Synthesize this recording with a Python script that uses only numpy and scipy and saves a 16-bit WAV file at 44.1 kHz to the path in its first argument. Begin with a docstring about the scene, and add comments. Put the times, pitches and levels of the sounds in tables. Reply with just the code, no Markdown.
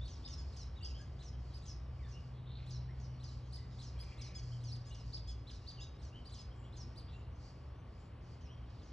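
"""Songbirds call around backyard feeders. From the start the suburb hisses, a heat pump hums, a distant
engine drones and a far flock twitters, while a near chick begs, another bird gives nasal notes and others
whistle. At 1.6 s a second chick joins with high peeps, and buzzy notes follow. Near 7 s the near birds
pause; faint calls return as the engine's roar eases. Each near call is a harmonic tone of the syrinx,
filtered by throat and beak and echoed by house walls. A phone's two ports hear it all, shifted in phase."""
import sys
import numpy as np
from scipy import signal
from scipy.fft import rfft, irfft, next_fast_len
from scipy.io import wavfile
from scipy.ndimage import uniform_filter1d, map_coordinates

SR = 44100
rng = np.random.default_rng(int(sys.argv[2]) if len(sys.argv) > 2 else 0)


def inscribe(sig):
    """Save sig as 16-bit PCM at rate SR to the path in sys.argv[1].

    A 1-D sig is mono; a 2-D sig holds one channel per row.
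    Samples are clipped to [-1, 1] before scaling.
    """
    pcm = np.round(np.clip(np.atleast_2d(sig).T, -1, 1) * 32767)
    wavfile.write(sys.argv[1], SR, pcm.astype(np.int16))


N = 393372

# Spectrum of bird hiss. Each row: frequency in Hz, relative level in dB.
BIRD_HISS = [(2500, -14.5), (3500, -10), (4600, 17), (5500, 9), (6500, 2.5), (7500, 2), (9000, -18.5)]


def amp(db):
    """Amplitude ratio: tenfold for every 20 dB."""
    return 10 ** (np.asarray(db) / 20)


def unit(x):
    """Normalisation to an rms of 1."""
    return x / np.sqrt(np.mean(x ** 2) + 1e-20)


def along(points, hz):
    """Interpolation of (Hz, value) points on a logarithmic frequency axis."""
    knots_hz, values = np.transpose(points)
    return np.interp(np.log(hz + 1), np.log(knots_hz + 1), values)


def curves(rows):
    """Linear interpolation in time: one curve for each column after the first."""
    times, *columns = np.transpose(rows)
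    return [np.interp(np.arange(N) / SR, times, column) for column in columns]


def wobble(rate):
    """Smooth random modulation: a spline through `rate` Gaussian knots a second."""
    return map_coordinates(rng.standard_normal(int(N * rate / SR) + 4), [np.arange(N) * rate / SR])


def filtered(x, response):
    """Linear filtering: the spectrum is multiplied by a frequency response."""
    size = next_fast_len(N + SR // 2)
    return irfft(rfft(x, size) * response(np.fft.rfftfreq(size, 1 / SR)), size)[..., :N]


def noise(spectrum):
    """Spectral shaping turns white noise into coloured noise of rms 1."""
    return unit(filtered(rng.standard_normal(N), lambda hz: amp(along(spectrum, hz))))


def add(track, start_s, sound):
    """Superposition: a sound adds to the track from start_s on."""
    i = round(start_s * SR)
    sound = sound[max(-i, 0):N - i]
    track[max(i, 0):][:len(sound)] += sound


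def suburb():
    """Partial coherence: the hiss of traffic, fans and leaves is most diffuse in the middle range."""
    # Each row: frequency in Hz, relative level in dB.
    spectrum = [(100, -9.5), (200, 2), (400, -3.5), (1000, -9.5), (1300, -13.5), (1800, -18), (3000, -19.5),
                (4500, -31.5), (6500, -56), (7500, -45.5), (10000, -42), (12500, -59.5), (15500, -61)]
    # Each row: frequency in Hz, correlation between the sides.
    coherence = [(120, 1), (290, 0.9), (500, 0.76), (900, 0.49), (1400, 0.93), (1800, 1), (6000, 0.8),
                 (11000, 0.7)]

    def response(hz):
        angle = np.arccos(np.clip(along(coherence, hz), -1, 1)) / 2
        return amp(along(spectrum, hz)) * [np.cos(angle), np.sin(angle)]

    mid, side = filtered(rng.standard_normal((2, N)), response)
    return amp(-61 + .4 * wobble(2.3)) * unit(np.array([mid + side, mid - side]))


def heat_pump():
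    """A rotating motor radiates a line spectrum, slightly unsteady in level and phase."""
    # Each row: frequency in Hz, peak level in dB.
    lines = [(247, -71.5), (354, -79), (1120, -77.5), (1179, -82)]
    t = np.arange(N) / SR
    return sum(amp(db + 2.1 * wobble(4)) * np.sin(2 * np.pi * hz * t + .55 * wobble(5))
               for hz, db in lines)


def engine():
    """Periodic firing gives two low orders, smeared by the air, over a roar that fades as it leaves."""
    # Each row: time in seconds, firing rate in Hz, firing-order level in dB, half-order level in dB.
    orders = [(0.0, 118.6, -46.5, -39), (0.15, 123.6, -57.5, -58.5), (0.89, 124.0, -58.5, -50.5),
              (2.8, 125.8, -48, -51), (4.37, 121.2, -54, -54), (4.52, 120.9, -43.5, -61),
              (5.32, 115.0, -55, -47.5), (5.61, 120.5, -56.5, -58), (8.92, 119.6, -58, -63)]
    # Each row: frequency in Hz, relative level in dB.
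    roar_spectrum = [(20, -55.5), (32, -6), (45, 4.5), (65, 11), (90, 8), (130, 1), (170, -4), (300, -57)]
    firing_hz, firing_db, half_db = curves(orders)
    phase = np.pi * np.cumsum(firing_hz) / SR
    half = amp(half_db + 3.14 * wobble(9)) * np.sin(phase + .99 * wobble(7))
    firing = amp(firing_db + 1.85 * wobble(10)) * np.sin(2 * phase + .5 * wobble(8.8))
    roar = amp(-49 - 2 * np.arange(N) / N) * noise(roar_spectrum)
    return np.sqrt(2) * (half + firing) + roar


def yard_echo(x):
    """Reverberation from walls and trees: the treble decays first; moving air makes the level waver."""
    # Each row: frequency in Hz, time to decay by 60 dB in seconds.
    decay_times = [(2000, 0.5), (5000, 0.45), (10000, 0.2)]
    hz, t, spectra = signal.stft(rng.standard_normal(SR), SR, nperseg=256)
    decay = amp(-60 * t / along(decay_times, hz)[:, None])
    tail = signal.istft(spectra * decay, SR, nperseg=256)[1]
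    echo = signal.fftconvolve(np.pad(x, (200, 0)), tail / np.linalg.norm(tail))[:N]
    return echo * amp(1.5 * wobble(60))


def whistles(rows):
    """Frequency modulation: husky tones bend through three pitches; leaves and air make them flicker."""
    track = np.zeros(N)
    jitter = .5 * wobble(300) + .9 * wobble(90)
    for start_s, length_s, first_hz, middle_hz, last_hz, db in rows:
        u = np.linspace(0, 1, round(length_s * SR))
        hz = first_hz * (1 - u) * (1 - 2 * u) + middle_hz * 4 * u * (1 - u) + last_hz * u * (2 * u - 1)
        phase = 2 * np.pi * np.cumsum(hz) / SR + np.roll(jitter, -round(start_s * SR))[:len(u)]
        add(track, start_s, np.sqrt(2) * amp(db) * signal.windows.tukey(len(u), .6) * np.sin(phase))
    return track * amp(2.4 * wobble(140))


def far_flock(count=220):
    """Incoherent summation: far birds merge into a hiss, dotted with chance short notes."""
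    # Each row: time in seconds, level in dB about which the hiss swells.
    levels = [(0, -68.5), (.7, -79), (2.5, -77.5), (4.3, -74.5), (6.5, -82), (7.3, -79.5), (8.1, -85),
              (8.92, -77.5)]
    onset, pitch, length, bend, end, strength = rng.random((count, 6)).T
    hz = 2800 * 2.4 ** pitch
    rows = np.c_[onset * N / SR, .02 + .06 * length,
                 hz * (.85 + .3 * bend), hz, hz * (.8 + .25 * end), 8 * strength - hz / 1500]
    notes = unit(whistles(rows))
    twitter = amp(-12) * (notes + 2 * yard_echo(notes))
    hiss = amp(4.9 * wobble(9)) * noise(BIRD_HISS)
    return amp(curves(levels)[0]) * (twitter + hiss)


def fuzz(x, width_hz):
    """Amplitude modulation by unsteady airflow spreads every partial into a harsh band."""
    return x * unit(filtered(rng.standard_normal(N), lambda hz: np.exp(-(hz / width_hz) ** 2)))


def whistling_birds():
    """Gliding tones, some plain and some made buzzy by modulation sidebands."""
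    # Each row: start and length in seconds, first, middle and last pitch in Hz, level in dB.
    plain_notes = [(0.0, 0.056, 3060, 3770, 3520, -62), (0.224, 0.07, 3090, 3700, 3280, -64.5),
                   (0.248, 0.024, 4640, 4940, 4950, -51), (0.75, 0.05, 3190, 3850, 2750, -64.5),
                   (0.799, 0.054, 2920, 2870, 3770, -63.5), (0.82, 0.057, 4360, 4870, 4950, -54),
                   (0.93, 0.06, 2620, 3200, 3300, -65), (0.984, 0.047, 1620, 1640, 1680, -69.5),
                   (1.979, 0.12, 2750, 1930, 1550, -72), (2.029, 0.035, 3640, 3600, 3370, -71),
                   (2.12, 0.069, 2690, 2837, 2840, -66.5), (2.88, 0.052, 1690, 2020, 2140, -71.5),
                   (3.57, 0.092, 2010, 2010, 1980, -72), (3.97, 0.052, 3050, 3290, 3250, -68),
                   (4.515, 0.032, 2800, 3220, 2800, -64), (4.904, 0.026, 2730, 2910, 2840, -63.5),
                   (5.761, 0.051, 3420, 2870, 2670, -65.5), (5.799, 0.045, 2834, 3790, 3700, -61.5),
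                   (6.115, 0.085, 2500, 3040, 3050, -64), (6.508, 0.028, 2760, 3280, 3050, -67),
                   (6.62, 0.064, 2630, 3130, 3720, -71.5), (7.11, 0.099, 2580, 2745, 2770, -71),
                   (8.45, 0.13, 2100, 3180, 3020, -71)]
    # Each row: start and length in seconds, first and last pitch in Hz, level before modulation in dB.
    buzzy_notes = [(2.419, 0.24, 3700, 3725, -71.5), (2.464, 0.19, 2850, 3540, -80),
                   (2.482, 0.14, 3750, 4360, -70.5), (2.568, .1, 2350, 2550, -72.5),
                   (3.853, 0.65, 2400, 2307, -73), (6.534, 0.17, 7450, 7300, -84),
                   (7.07, 0.083, 3280, 4100, -70.5), (7.092, 0.15, 7400, 6900, -86.5),
                   (7.97, 0.13, 7350, 7100, -86)]
    carrier = whistles([(start_s, length_s, first, (first + last) / 2, last, db)
                        for start_s, length_s, first, last, db in buzzy_notes])
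    return whistles(plain_notes) + .5 * carrier + fuzz(carrier, width_hz=600)


def rasp(voices):
    """Flow noise: air hisses through the beak, following the rms envelope of the calls."""
    return np.sqrt(np.abs(uniform_filter1d(voices ** 2, SR // 60))) * noise(BIRD_HISS)


def contour(t, start_s, end_s, rise_s, fall_s, tail_from, tail_to, sag_s, tail_db):
    """Parabolic arch, then exponential sag: share of the top pitch (at t = 0), and effort in dB."""
    attack_s, release_s, fade_db = .014, .02, -13
    arch = 1 - (t / np.where(t < 0, rise_s, fall_s)) ** 2
    tail = tail_to + (tail_from - tail_to) * np.exp(-np.maximum(t, 0) / sag_s)
    edges_db = fade_db * np.clip(1 - np.minimum((t - start_s) / attack_s, (end_s - t) / release_s), 0, 1)
    return np.maximum(arch, tail), edges_db + tail_db * np.clip(t / fall_s, 0, 1)


def syrinx_calls(rows, shape, usual_hz, tilt_db, roughness, whole_arch=False):
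    """Source and filter: the syrinx gives nine gliding harmonics; throat and beak weigh each one."""
    # Transmission of throat and beak. Each row: frequency in Hz, gain in dB.
    beak = [(1500, -30.5), (2600, -17), (3500, -6), (4300, -8), (5200, 3), (6000, 0.5), (7200, -13),
            (8500, -12), (10200, -19), (12000, -26), (15000, -23.5)]
    near_db, dull_hz, rolloff_hz = -59, 6500, 8300
    track, order = np.zeros(N), np.arange(1, 10)[:, None]
    t = np.arange(shape["start_s"], shape["end_s"], 1 / SR)
    share, effort_db = uniform_filter1d(contour(t, **shape), size=SR // 200, mode="nearest")
    on_arch = np.where(t < 0, 1, np.clip(5 * share - 3.6, 0, 1))
    plunge_db = (order > 1) * (1 - on_arch) * (t < shape["fall_s"])  # overtones lift as the pitch drops
    rolloff_db = -60 * (order > 3) * np.clip(order * usual_hz * share / rolloff_hz - 1, 0, 1)
    source_db = 6.5 * (order == 1) + tilt_db * np.maximum(order - 4, 0) + plunge_db + rolloff_db
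    jitter = roughness * wobble(350)  # the membranes waver in phase
    for top_s, top_hz, db, *arch_db in rows:
        hz = usual_hz * share + (top_hz - usual_hz) * share ** 2  # the arch varies more than the tail
        partial_hz = order * hz
        remoteness = .1 * max(near_db - db, 0)  # quiet calls count as far: duller and rougher
        dull_db = -5 * remoteness * (partial_hz / dull_hz) ** 2
        scatter_db = 3.5 * rng.standard_normal(order.shape)
        accent_db = sum(arch_db) * ((order > 1) | whole_arch) * on_arch
        gain = amp(source_db + scatter_db + accent_db + along(beak, partial_hz) + dull_db)
        waver = (1 + 4 * remoteness) * np.roll(jitter, -round(top_s * SR))[:len(t)]
        phase = 2 * np.pi * np.cumsum(hz) / SR + waver
        tone = np.sum(gain * (partial_hz < SR / 2) * np.sin(order * phase), 0)
        add(track, top_s + t[0], amp(db + effort_db) * signal.windows.tukey(len(t), .1) * tone)
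    return track * amp(1.7 * wobble(150))


def nasal_bird():
    """A fundamental far below the resonance of throat and beak lets overtones dominate: a nasal note."""
    # Each row: time of the top in seconds, top pitch in Hz, source level in dB.
    notes = [(0.386, 1742, -60), (0.995, 1730, -62), (1.688, 1743, -62.5), (3.723, 1760, -67),
             (4.36, 1700, -56), (4.872, 1702, -57.5), (5.288, 1714, -59), (5.815, 1690, -60),
             (6.394, 1723, -59.5)]
    shape = dict(start_s=-.018, end_s=.045, rise_s=.045, fall_s=.095,
                 tail_from=.5, tail_to=.3, sag_s=.05, tail_db=-2)
    return syrinx_calls(notes, shape, usual_hz=1745, tilt_db=-7, roughness=.09)


def peeping_chick():
    """High arches carry the fundamental up into the resonance of throat and beak."""
    # Each row: time of the top in seconds, top pitch in Hz, source level in dB, arch overtone gain in dB.
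    peeps = [(1.557, 4986, -56.5, -4), (3.549, 5030, -60.5, 10.5), (4.015, 5030, -56, 4),
             (4.737, 4950, -54.5, -2.5), (5.15, 4950, -54.5, -10.5), (5.691, 4710, -55.5, -14),
             (6.274, 4785, -56.5, -4), (6.984, 4760, -60, 9)]
    shape = dict(start_s=-.029, end_s=.042, rise_s=.051, fall_s=.045,
                 tail_from=.54, tail_to=.27, sag_s=.036, tail_db=-11)
    return syrinx_calls(peeps, shape, usual_hz=4950, tilt_db=-8, roughness=.1)


def begging_chick():
    """Quick arches plunge into a long buzzy tail, sweeping overtones through the beak's resonance."""
    # Each row: time of the top in seconds, top pitch in Hz, source level in dB, arch gain in dB.
    cheeps = [(0.065, 4470, -62.5, -3), (0.264, 4370, -59.5, -8), (0.55, 4220, -59.5, -7.5),
              (0.834, 4120, -60, -9), (1.212, 4130, -62.5, -0.5), (1.642, 4070, -61.5, -1),
              (2.069, 4440, -65, -8), (2.686, 4220, -63, 4), (2.979, 4250, -69, -12),
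              (3.22, 4220, -64.5, 0), (3.806, 4190, -61.5, 1.5), (4.198, 4180, -58, -2),
              (4.625, 4265, -60.5, -5.5), (4.932, 4120, -62, -2), (5.489, 4170, -62.5, -2),
              (6.005, 4240, -63.5, 0), (6.33, 4160, -63, 3), (6.746, 4214, -63, 5), (8.195, 4280, -73, -7),
              (8.395, 4170, -69.5, -18), (8.681, 4000, -72, -14), (8.81, 4140, -69.5, -5)]
    shape = dict(start_s=-.027, end_s=.099, rise_s=.048, fall_s=.03,
                 tail_from=.485, tail_to=.27, sag_s=.05, tail_db=-.5)
    return syrinx_calls(cheeps, shape, usual_hz=4170, tilt_db=-4.5, roughness=.13, whole_arch=True)


def scene():
    """Superposition of the birds' direct sound, their echoes and the background."""
    voices = begging_chick() + peeping_chick() + nasal_bird()
    voices = voices + amp(-15) * rasp(voices) + amp(-10.5) * fuzz(voices, width_hz=1100)
    notes = whistling_birds()
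    echoes = yard_echo(amp(-6) * voices + amp(-4) * notes)
    return voices + notes + echoes + far_flock() + engine() + heat_pump() + suburb()


def record(dry):
    """Phase and level differences between two ports give a band-limited stereo image."""
    # Each row: frequency in Hz, left minus right level in dB.
    level_difference = [(60, 0), (400, 1.5), (850, 2.5), (1400, 2), (1900, 0)]
    # Each row: frequency in Hz, phase lead of the left side in radians.
    phase_lead = [(60, 0), (520, -.3), (950, -.3), (1800, .03), (2600, 1.2), (3550, .4), (4100, .63),
                  (4520, 1.42), (4780, 2.3), (4950, 3.9), (5250, 6.2), (6550, 7.2), (8300, 7.9),
                  (12500, 9.1)]
    split, top_hz = np.array([[.5], [-.5]]), 15700

    def response(hz):
        gain = amp(split * along(level_difference, hz)) * (hz < top_hz)
        return gain * np.exp(1j * split * along(phase_lead, hz))

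    return filtered(dry, response)


dry = scene()
out = record(dry)
inscribe(out)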